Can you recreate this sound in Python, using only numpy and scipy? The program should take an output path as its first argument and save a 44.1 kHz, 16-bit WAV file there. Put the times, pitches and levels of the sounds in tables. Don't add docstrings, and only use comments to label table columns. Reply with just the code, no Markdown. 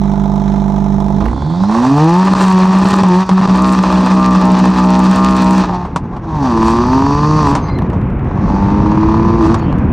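import sys
import numpy as np
from scipy import signal
from scipy.fft import rfft, irfft, next_fast_len
from scipy.io import wavfile
from scipy.ndimage import uniform_filter1d, minimum_filter1d

SR = 44100
rng = np.random.default_rng(int(sys.argv[2]) if len(sys.argv) > 2 else 0)


def bounce(signal):
    frames = np.transpose(np.atleast_2d(signal))
    limited = np.clip(frames, -1, 1)
    pcm = np.round(limited * 32767).astype(np.int16)
    wavfile.write(sys.argv[1], SR, pcm)


N = 437472

# time in seconds, level in dB.
WIND_LEVEL = [(0,-31),(1.2,-30),(1.5,-27),(2.2,-30),(5,-27.5),(5.8,-22),(6.2,-23.5),(6.6,-16.5),(7.2,-17),(7.7,-15.5),(8.8,-12),(9.5,-12.5),(9.92,-11)]
# frequency in Hz, relative density in dB per Hz.
BUFFET_SPECTRUM = [(15, -56), (25, -11.5), (59, -1), (118, -2), (184, -3), (308, -10), (515, -20.5),
                   (576, -24), (653, -27.5), (700, -20.5), (910, -50.5), (1540, -120)]
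# frequency in Hz, relative density in dB per Hz.
TYRE_SPECTRUM = [(500,-5),(950,3),(1500,-3),(2500,-12),(3500,-27.5),(6000,-59)]

# start in seconds, length in seconds, mid pitch in Hz,
# rate of random wavering in Hz, level in dB.
WHISTLES = [(7.61,0.086,6280,100,-47),(7.6,0.16,4770,160,-48),(7.69,.14,4100,90,-47),(7.6,0.2,4130,250,-49),(7.62,.2,2100,140,-40),(9.574,0.091,4450,200,-48),(9.571,0.034,6700,160,-48),(9.58,0.2,2900,1000,-44)]
WHISTLE_SAG_PER_S = 0.098
# centre in seconds, width in seconds, level in dB.
INTAKE_GULPS = [(1.72,0.97,-42.5),(6.424,0.25,-53),(8.5,0.21,-53)]
# frequency in Hz at full heat, width in Hz and level in dB per pass.
INTAKE_MODES = [(4284,670,3),(4570,360,9),(5820,1300,2.5)]
INTAKE_SAG = 0.24
SPOOL_S, SPOOL_DB = 0.58, 18.5

SHUDDER_DB, SHUDDER_S = -19.5, 0.49
SHUDDER_SWELL_DB = 0.5
# time in seconds, level in dB.
KNOCKS = [(1.256,-24),(1.284,-29),(1.304,-36),(7.788,-25),(7.901,-30),(8.014,-35),(8.101,-35.5),(8.194,-37),(8.246,-36),(9.595,-28),(9.634,-36),(9.785,-31)]
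# frequency in Hz, width in Hz, relative level in dB.
KNOCK_MODES = [(1150,180,-1),(1750,360,0),(2140,230,-3),(2770,420,-9)]
KNOCK_DECAY_S = 0.0051
# start in seconds, level in dB before colouring, decay in seconds.
POPS = [(1.207,-16,0.042),(2.352,-8.5,0.0075),(2.654,-5.5,0.0055),(2.85,-11.5,0.0071),(2.907,-14,0.0012),(3.034,-4.5,0.011),(3.292,-3,0.0075),(3.413,-8,0.0036),(3.475,-8.5,0.0059),(5.851,-16,0.016),(5.961,-0.5,0.0089),(6.165,-17.5,0.014),(7.552,-2,0.013),(7.82,-14.5,0.0048),(7.931,-17,0.013),(8.016,-21.5,0.002),(9.543,-5,0.008),(9.727,-12.5,0.0018)]
# frequency in Hz, gain in dB.
POP_SPECTRUM = [(40,-16),(150,11.5),(300,2.5),(520,-1.5),(1000,9.5),(1600,-10.5),(3000,-16),(6000,-20),(9000,-26),(15000,-59)]

# frequency in Hz, width in Hz, level in dB.
FIRST_BANK = [(446,26,26),(676,81,27),(893,22.5,32),(846,93,22.5),(1000,167,17)]
# frequency in Hz, width in Hz, level in dB.
SECOND_BANK = [(420,12,16.5),(661,29,25.6),(706,184,20.9),(1010,78.4,32.63),(1013,46,34.3)]
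SILENCER_ECHO_S, SILENCER_ECHO_SHARE = 0.00661, -0.39
TICK_DB, TICK_DECAY_S, TICK_WASH = -36, 0.0081, 0.18
IDLE_LOPE_DB = -26.5

IDLE_HZ, FIRST_FIRING_S, REV_START_S = 49.65, .016, 1.2
REV_HZ_PER_S, REV_GROWTH_HZ_PER_S2 = 88, 49
COAST_HZ_PER_S = 42
HUNT_HZ = .5
# time in seconds, speed in firings per second.
LAUNCH_SPEED = [(2.2, 185), (2.27, 191), (2.45, 188), (2.62, 185.3), (2.82, 190.5), (3.01, 191.9),
                (3.11, 180), (3.14, 179.5), (3.21, 189), (3.3, 186.5), (3.42, 189), (3.56, 187),
                (3.66, 190.3), (3.9, 186), (4.2, 188.2), (4.4, 186.2), (4.72, 187.6), (4.87, 185.6),
                (5.05, 188.3), (5.3, 190.8), (5.47, 187), (5.57, 190.5), (5.66, 182), (5.75, 180),
                (5.93, 176)]
# time in seconds, speed in firings per second.
GEAR_SPEEDS = [
    [(6.28, 163), (6.37, 150), (6.42, 138), (6.518, 116), (6.6, 110.8), (6.72, 114), (6.82, 120.3),
     (6.912, 128.6), (7.09, 141.3), (7.3, 152.6), (7.39, 153.7), (7.42, 150.7), (7.486, 137.7), (7.55, 145)],
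    [(8.3, 94), (8.6, 98.3), (9.29, 113), (9.39, 114), (9.44, 108.5), (9.48, 108.5), (9.52, 114)],
]
# opening in seconds, rise in seconds, lift in seconds, fall in seconds, then the
# levels of deep note, rasp, jet hiss, sizzle and turbo in dB.
PULLS = [(1.511, 0.33, 5.606, 0.26, 3, -14.5, -26, -44, -44),
         (6.212, 0.22, 7.503, 0.19, -0.5, -16, -32, -52, -35),
         (8.24, 0.31, 9.54, 0.026, -2, -20, -38, -65.5, -47)]
# deep note, rasp, jet hiss, sizzle and turbo in dB.
OFF_IDLE_DB = (-1, -23.5, -37, -55, -88)
# deep note, rasp, jet hiss, sizzle and turbo in dB.
OVERRUN_DB = (-23, -35, -64.5, -95, -77)
FLOW_POWERS = (1.15, 0.54, 0.39, 1.2, 3)
LINGER_SHARE, LINGER_S = 0.67, 0.23
HEATING_S, COOLING_S, FULL_HEAT = 0.12, 0.55, 0.9
IDLE_TURBULENCE, LOAD_TURBULENCE, OVERRUN_TURBULENCE = 0.4, 0.55, .8
CATCH_S, CATCH_WIDTH_S, CATCH_TURBULENCE = 1.55, .7, .35

# start in seconds, length in seconds, depth from 0 to 1.
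CUTS = [(2.295, 0.13, 0.47), (2.783, 0.26, 0.43), (3.479, 2.2, 0.94)]
CUT_RAMP_S = 0.15
# centre in seconds, width in seconds.
MISFIRES = [(2.345,0.0072),(2.847,0.012),(2.926,0.0059),(3.028,0.008),(3.274,0.072),(3.414,0.011),(3.473,0.022)]
# start in seconds, length in seconds,
# multiple of the firing rate, level over the rasp in dB.
STEADY_BURNS = [(1.928,.29,5,-2),(2.457,0.12,5.3,-7),(3.061,0.15,5,-7.5),(3.59,0.16,6.1,-2.5),(4.161,0.18,6.1,-3),(4.434,0.096,4.6,-4.5),(4.821,0.21,4.6,-5.5),(5.174,0.21,6.1,-3.5),(5.413,.14,5.1,-5),(5.682,0.15,4.3,-1.5),(6.292,0.17,6.2,-7),(6.503,0.37,9,-5.5),(6.838,0.69,7.1,-3.5),(8.51,0.91,9.1,-4.5)]
LOCK_S, SINGING_WIDTH_HZ, SINGING_DUCK_DB = 0.078, 130, -3.5
LIMITER_CALM, GEAR_CALM = .94, .72
# centre in seconds, width in seconds, sizzle gain in dB.
FLARES = [(2.43, 0.19, 10.5), (2.89, 0.21, 11), (3.695, 0.18, 8), (5.16,0.28,4), (5.542, 0.44, 5.5),
          (6.688, 0.13, 12.5), (7.5, 0.13, 11.5), (9.468, 0.13, 18)]
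FLARE_HISS_SHARE, FLARE_RASP_SHARE = 0.46, 0.23
THROB_S, THROB_WIDTH_S, THROB_DB = 9.14, 0.62, 3
CUT_RASP_DB = -0.7

# strength in dB before the cut-dependent weight in firings(),
# lateness in firing intervals without a cut.
CYLINDERS = [(3,0.012),(2.5,0.00048),(4.5,0.0062),(1,0.013),(3.5,0.0037),(3,0.027)]
# strength in dB, mean lateness in firing intervals.
CUT_PATTERN = [(4.5,0.0098),(2.5,0.4606),(-26.5,0.18)]
# frequency in Hz, relative density in dB per Hz.
HOT_JET = [(1200,-2.5),(1800,4.5),(2150,-8.5),(2500,1.5),(3000,-6.5),(4500,-4.5),(5300,-9),(5900,-9),(7500,-22)]
# frequency in Hz, relative density in dB per Hz.
COOL_JET = [(1200,11.5),(1600,1),(2300,-5.5),(2850,-13.5),(3300,-6),(3950,-3.5),(4600,-18),(5500,-7),(6500,-10.5),(7800,-21)]
# frequency in Hz, relative density in dB per Hz.
SIZZLE_SPECTRUM = [(5500,-25),(7000,-5),(8500,-8),(10000,-19),(11700,-35.5),(13300,-19.5),(15000,-30.5)]
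# frequency in Hz, width in Hz, relative level in dB.
HOT_PIPE = [(471,49,-0.5),(635,88,3.5),(835,73,8.5),(939,100,11),(1037,137,10),(1230,96,8),(1520,110,-5.5),(1756,250,-8.5)]
PIPE_COOL_SAG, PIPE_WANDER = 0.18, 0.016
# delay in seconds, share of the pulse.
ECHOES = [(.00455, 0.098), (.00685, 0.089)]
# frequency in Hz, gain in dB.
PIPE_TONE = [(50,-18.5),(75,-27.5),(112,-39.5),(135,-23),(150,-11),(165,-13),(188,-9.5),(208,-12.5),(235,-14.5),(275,-10.5),(298,-20.5),(325,-11.5),(358,-18),(378,-25.5),(500,-25),(750,-47)]
# gain at idle in dB, revving cold in dB, at full heat in dB,
# change at full cut in dB.
HARMONICS = [(0, 2.5, -0.5, -3), (1, -1, -0.5, -14.5), (-6, -17.5, 3, -10), (-0.5, -13, -6, -4.5),
             (-23, -16.5, -2.5, -10), (-12.5, -15.5, -12, -2), (-23.5, -21, -18, -2.5), (-6, -15, -8.5, -1)]
# cycles per turn, relative level in dB.
CUT_ORDERS = [(1,-29),(2,-43),(4,-22),(5,-24.5),(7,-37.5),(8,-42),(10,-26.5),(13,-46.5),(16,-40.5),(17,-39),(19,-25.5)]
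# frequency in Hz, relative density in dB per Hz.
STUMBLE_SPECTRUM = [(30,-16),(60,-4.5),(110,-15),(170,-8),(260,7),(420,6),(600,-46)]
FIRINGS_PER_TURN = len(CYLINDERS) / 2

# frequency in Hz, left minus right in dB.
CHANNEL_DIFFERENCE = [(60, -5.5), (110, 2), (190, -9.5), (330, -8.5), (570, -2.5), (1000, -15.5),
                      (1760, -12), (3100, -9.5), (5450, 9.5), (9570, 4)]
RELEASE_DB_PER_S = 118
STOPBAND_HZ = 16500


def from_db(db):
    return 10 ** (np.asarray(db) / 20)


def seconds():
    return np.arange(N) / SR


def in_time(rows):
    s, *columns = np.transpose(rows)
    return [np.interp(seconds(), s, c) for c in columns]


def steady(x):
    return x / np.sqrt(np.abs(uniform_filter1d(x * x, size=3572)) + 1e-14)


def noise():
    return rng.standard_normal(N)


def colour(x, spectrum):
    size = 2 * next_fast_len(N // 2 + 8192)
    hz, db = np.transpose(spectrum)
    grid = np.log(np.arange(size // 2 + 1) * SR / size + 1)
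    edges_hz = [hz[0] / 2, *hz, hz[-1] * 2]
    edges_db = [db[0] - 30, *db, db[-1] - 30]
    gain_db = np.interp(grid, np.log(edges_hz), edges_db)
    cepstrum = irfft(np.log(from_db(gain_db)))
    cepstrum[1:size // 2] *= 2
    cepstrum[size // 2 + 1:] = 0
    return irfft(rfft(x, size) * np.exp(rfft(cepstrum)))[:N]


def drift(rate):
    knots = rng.standard_normal(int(N / SR * rate) + 2)
    return np.interp(seconds() * rate, np.arange(len(knots)), knots) / np.sqrt(2 / 3)


def resonate(x, modes):
    out = np.zeros(N)
    for k, (hz, width, db) in enumerate(modes):
        r = np.exp(-np.pi * width / SR)
        poles = [1, -2 * r * np.cos(2 * np.pi * hz / SR), r * r]
        gain = (-1) ** k * from_db(db) * (1 - r * r) / 2
        out += gain * signal.lfilter([1, 0, -1], poles, x)
    return out


def detuned(x, modes, stretch):
    clock = np.cumsum(np.clip(stretch, .5, 1))
    rung = resonate(np.interp(np.arange(N), clock, x), modes)
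    return np.interp(clock, np.arange(N), rung)


def die_away(clicks, decay):
    return signal.lfilter([1], [1, -np.exp(-1 / (decay * SR))], clicks + 1e-18)


def lag(x, time_s):
    keep = np.exp(-1 / (time_s * SR))
    return signal.lfilter([1 - keep], [1, -keep], x + 1e-18)


def swell(s, width):
    return np.exp(-(2 * (seconds() - s) / width) ** 2)


def gate(s, length, ramp):
    t = seconds()
    return np.clip(np.minimum(t - s, s + length - t) / ramp + .5, 0, 1)


def wind(gust_db=1.44, tyres_db=-19):
    level_db, = in_time(WIND_LEVEL)
    buffet = from_db(gust_db * drift(30)) * steady(colour(noise(), BUFFET_SPECTRUM))
    tyres = from_db(tyres_db) * steady(colour(noise(), TYRE_SPECTRUM))
    return from_db(level_db) * (buffet + tyres)


def whistles():
    out = np.zeros(N)
    for s, length, hz, waver_hz, db in WHISTLES:
        age = np.clip(seconds() - s, 0, length)
        turn = 2 * np.pi * np.cumsum(hz * (1 - WHISTLE_SAG_PER_S * (age - length / 2))) / SR
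        tone = drift(waver_hz) * np.cos(turn) + drift(waver_hz) * np.sin(turn)
        out += from_db(db) * np.sin(np.pi * age / length) * tone
    return out


def turbo(full_db, load, heat):
    gulps = sum(from_db(db) * swell(s, width) for s, width, db in INTAKE_GULPS)
    unspooled = np.maximum(load - lag(load, SPOOL_S), 0)
    boost = from_db(full_db - SPOOL_DB * unspooled)
    stretch = 1 - INTAKE_SAG * (1 - heat) ** 4
    air = detuned(detuned(noise(), INTAKE_MODES, stretch), INTAKE_MODES, stretch)
    return (gulps + boost) * from_db(1.5 * drift(25)) * steady(air)


def shudder():
    return from_db(SHUDDER_DB) * swell(REV_START_S, SHUDDER_S) * steady(colour(noise(), BUFFET_SPECTRUM))


def knocks():
    s, db = np.transpose(KNOCKS)
    hits = np.zeros(N)
    hits[(s * SR).astype(int)] = from_db(db)
    return die_away(hits, KNOCK_DECAY_S) * steady(resonate(noise(), KNOCK_MODES))


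def pops(front=5.4, steep_from_db=-6):
    bursts = np.zeros(N)
    age = np.arange(4096) / SR
    for s, db, decay in POPS:
        burst = rng.standard_normal(len(age)) * np.exp(-age / decay)
        burst[0] += front
        edge_hz = np.clip(6000 * from_db(db - steep_from_db), 1500, 14000)
        burst = signal.sosfilt(signal.butter(1, edge_hz, fs=SR, output="sos"), burst)
        at = int(s * SR)
        bursts[at:at + len(age)] += from_db(db) * burst
    return from_db(5.5) * colour(bursts, POP_SPECTRUM)


def idle_lope(phase):
    lines = sum(np.sin(2 * np.pi * (k + .5) * phase + k * k) for k in range(2, 8))
    return from_db(IDLE_LOPE_DB) * lines / 2


def putter(phase, scatter_db=2.1):
    number = np.floor(phase)
    clicks = np.diff(number, prepend=number[0]) * from_db(scatter_db * drift(54))
    second = number % 2
    pipes = resonate(clicks * (1 - second), FIRST_BANK) + resonate(clicks * second, SECOND_BANK)
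    pipes = pipes + SILENCER_ECHO_SHARE * np.interp(seconds() - SILENCER_ECHO_S, seconds(), pipes)
    ticks = (die_away(clicks, TICK_DECAY_S) + TICK_WASH) * noise()
    return pipes + from_db(TICK_DB) * steady(colour(ticks, COOL_JET))


def limiter():
    return np.clip(sum(depth * gate(s, length, CUT_RAMP_S) for s, length, depth in CUTS), 0, 1)


def engine_speed(cut):
    t = seconds()
    revving = np.maximum(t - REV_START_S, 0)
    rev_up = IDLE_HZ + REV_HZ_PER_S * revving + REV_GROWTH_HZ_PER_S2 * revving ** 2
    driven = np.vstack([LAUNCH_SPEED, *GEAR_SPEEDS])
    coast = COAST_HZ_PER_S * np.maximum(t - driven[-1, 0], 0)
    return np.minimum(rev_up, in_time(driven)[0]) - coast + HUNT_HZ * cut * drift(6)


def gas_flow():
    t, flows = seconds(), []
    for opens, rise, lifts, fall, *_ in PULLS:
        since = np.maximum(t - lifts, 0)
        prompt = (1 - LINGER_SHARE) * np.clip(1 - since / fall, 0, 1)
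        release = prompt + LINGER_SHARE * np.exp(-since / LINGER_S)
        flows.append(np.clip((t - opens) / rise, 0, 1) * release)
    return flows


def with_flow(flows, idling, overrun, pulling, power=1):
    first_full = np.argmax(flows[0])
    value = np.where(np.arange(N) < first_full, idling, overrun)
    for flow, full in zip(flows, pulling):
        value = value + flow ** power * (full - value)
    return value


def gas_heat(load):
    cooling = np.exp(-seconds() / COOLING_S)
    held = np.maximum.accumulate(load / cooling) * cooling
    return np.clip(FULL_HEAT * lag(held, HEATING_S), 0, 1)


def ignition(depth_db):
    out = sum(np.exp(-(2 * (seconds() - s) / width) ** 4) for s, width in MISFIRES)
    return from_db(depth_db * out)


def burble(turbulent, depth_db=4.0):
    return from_db(turbulent ** 2 * depth_db * (drift(45) - 1.52))


def firings(phase, cut, calm, scatter_db, jitter_s, hunting):
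    number = np.arange(2, int(phase[-1]) - 1)
    late_chance, strength_chance = rng.standard_normal((2, len(number)))
    own_db, own_late = np.array(CYLINDERS)[number % len(CYLINDERS)].T
    cut_db, cut_late = np.array(CUT_PATTERN)[number % len(CUT_PATTERN)].T
    depth, loose = [np.interp(number, phase, control) for control in (cut, 1 - calm)]
    cut_late = cut_late * (1 + hunting * loose * np.interp(number, phase, drift(13)))
    moment = number + own_late * (1 - depth) + cut_late * depth
    at = np.interp(moment, phase, np.arange(N)) + jitter_s * SR * loose * late_chance
    strength_db = 2 * own_db * (1.5 - depth) + cut_db * depth
    strength_db = strength_db + scatter_db * loose * (2.0 + depth) * strength_chance
    clicks = np.zeros(N)
    clicks[np.clip(at.astype(int), 0, N - 1)] = from_db(strength_db)
    return clicks


def jet(clicks, turbulent, calm, blast, decay, shock, wash, crackle_db):
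    shocks = steady(clicks * from_db(crackle_db * (2.5 - calm) * drift(150)))
    hiss = (steady(die_away(clicks, decay)) * (1 - turbulent) + wash) * noise()
    return hiss * (1 - calm) + shock * blast * (1 - turbulent) * shocks


def rasp(clicks, turbulent, heat):
    turbulent = turbulent * np.interp(heat, [0, .4], [.35, .85])
    puffs = (steady(die_away(clicks, decay=0.018)) + 0.86 * turbulent) * noise()
    drive = np.sqrt(1 - turbulent ** 2) * steady(clicks) + turbulent * steady(puffs)
    drive = drive + sum(share * np.interp(seconds() - delay, seconds(), drive) for delay, share in ECHOES)
    stretch = 1 - PIPE_COOL_SAG * (1 - heat) + PIPE_WANDER * drift(8)
    pipe = steady(detuned(drive, HOT_PIPE, stretch))
    return signal.sosfilt(signal.butter(2, [260, 2300], "band", fs=SR, output="sos"), pipe)


def steady_burns():
    return [gate(s, length, LOCK_S) for s, length, *_ in STEADY_BURNS]


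def sing(pipe, burns, firing_hz):
    _, _, multiple, db = np.array(STEADY_BURNS)[np.argmax(burns, axis=0)].T
    locked = np.max(burns, axis=0)
    carrier = np.exp(2j * np.pi * np.cumsum(multiple * firing_hz) / SR)
    narrow = lag(pipe / carrier, 1 / (np.pi * SINGING_WIDTH_HZ))
    singing = steady(np.real(narrow * carrier))
    return pipe * from_db(SINGING_DUCK_DB * locked) + locked * from_db(db) * singing


def harmonic_levels(firing_hz, heat, cut, idle):
    swell_db = SHUDDER_SWELL_DB * swell(REV_START_S + SHUDDER_S / 2, SHUDDER_S / 2)
    hz, db = np.transpose(PIPE_TONE)
    levels = []
    for k, (idle_db, cold_db, hot_db, cut_db) in enumerate(HARMONICS, 1):
        carried_db = np.interp(np.log(k * firing_hz), np.log(hz), db)
        revving_db = cold_db + heat * (hot_db - cold_db)
        levels.append(carried_db + swell_db + idle * idle_db + (1 - idle) * revving_db + cut * cut_db)
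    return levels


def boom(phase, harmonic_db, cut, calm, waver_db=3.0, stumble_db=-23):
    waver = waver_db * (1 - .9 * calm)
    note = sum(from_db(db + waver * drift(40)) * -np.sin(2 * np.pi * k * phase)
               for k, db in enumerate(harmonic_db, 1))
    turns = phase / FIRINGS_PER_TURN
    lope = sum(from_db(db + waver * drift(25)) * np.cos(2 * np.pi * round(order) * turns)
               for order, db in CUT_ORDERS)
    partial_cut = 2 * np.sqrt(cut * (1 - cut))
    stumble = from_db(stumble_db) * partial_cut * steady(colour(noise(), STUMBLE_SPECTRUM))
    return np.sqrt(2) * (note + cut * (0.73 + 0.29 * calm) * lope) + stumble


def stereo(x, narrow_from=1.13, narrow_to=2.06):
    apart = np.interp(seconds(), [narrow_from, narrow_to], [1, 0])
    hz, db = np.transpose(CHANNEL_DIFFERENCE)
    ratio = from_db(np.interp(np.log(np.fft.rfftfreq(N, 1 / SR) + 1), np.log(hz), db))
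    side = irfft(rfft(x) * (ratio - 1) / (ratio + 1), N)
    return x + apart * side * np.array([[1], [-1]])


def scene(leave_idle_s=0.14):
    flows, cut, burns = gas_flow(), limiter(), steady_burns()
    idle = np.clip(1 - (seconds() - REV_START_S) / leave_idle_s, 0, 1)
    calm = (GEAR_CALM + cut * (LIMITER_CALM - GEAR_CALM)) * np.clip(sum(burns), 0, 1)
    firing_hz = engine_speed(cut)
    load = np.max(flows, axis=0)
    heat = gas_heat(load)

    pulling_db = np.transpose(PULLS)[-len(OFF_IDLE_DB):]
    layers = zip(OFF_IDLE_DB, OVERRUN_DB, pulling_db, FLOW_POWERS)
    note_db, rasp_db, hiss_db, sizzle_db, turbo_db = [with_flow(flows, *layer) for layer in layers]
    loaded = [LOAD_TURBULENCE] * len(flows)
    turbulent = np.clip(with_flow(flows, IDLE_TURBULENCE, OVERRUN_TURBULENCE, loaded), 0, 1)
    turbulent = turbulent + CATCH_TURBULENCE * swell(CATCH_S, CATCH_WIDTH_S)
    flare_db = sum(db * swell(s, width) for s, width, db in FLARES)

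    phase = 2 - IDLE_HZ * FIRST_FIRING_S + np.cumsum(firing_hz * (1 + .001 * drift(30))) / SR
    clicks = firings(phase, cut, calm, scatter_db=1.5, jitter_s=.00003, hunting=.16)
    blast = np.interp(firing_hz, [130, 185], [.25, 1])
    crank = np.cos(2 * np.pi * phase / FIRINGS_PER_TURN)
    throb = from_db(THROB_DB * swell(THROB_S, THROB_WIDTH_S) * crank)

    harmonic_db = harmonic_levels(firing_hz, heat, cut, idle)
    note = from_db(note_db) * boom(phase, harmonic_db, cut, np.maximum(calm, idle))
    pipe = sing(rasp(clicks, turbulent * (1 - calm), heat), burns, firing_hz)
    pipe = from_db(rasp_db + CUT_RASP_DB * cut + FLARE_RASP_SHARE * flare_db) * pipe
    gas = jet(clicks, turbulent, calm, blast, decay=0.0042, shock=0.2, wash=0.65, crackle_db=2.5)
    hiss = heat * steady(colour(gas, HOT_JET)) + (1 - heat) * steady(colour(gas, COOL_JET))
    hiss = from_db(hiss_db + FLARE_HISS_SHARE * flare_db) * hiss
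    fine_gas = jet(clicks, turbulent, calm / 2, blast, decay=.0055, shock=1.4, wash=.17, crackle_db=7.5)
    sizzle = from_db(sizzle_db + flare_db) * steady(colour(fine_gas, SIZZLE_SPECTRUM))

    rough = (1 - idle) * (pipe + hiss + sizzle) * throb * burble(turbulent)
    exhaust = note * ignition(depth_db=-16.0) + rough * ignition(depth_db=-11.5)
    idling = idle * (putter(phase) + idle_lope(phase))
    air = turbo(turbo_db, load, heat) + whistles() + wind()
    return stereo(exhaust + idling + shudder() + knocks() + pops() + air)


def record(dry, ceiling=0.86):
    over_db = 20 * np.log10(np.maximum(np.abs(dry).max(axis=0) / ceiling, 1))
    ramp = RELEASE_DB_PER_S * seconds()
    held_db = np.maximum.accumulate(over_db + ramp) - ramp
    gain_db = uniform_filter1d(minimum_filter1d(-held_db, size=45), size=45)
    limited = dry * from_db(gain_db)
    return signal.sosfilt(signal.cheby2(12, 70, STOPBAND_HZ, fs=SR, output="sos"), limited)


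dry = scene()
out = record(dry)
bounce(out)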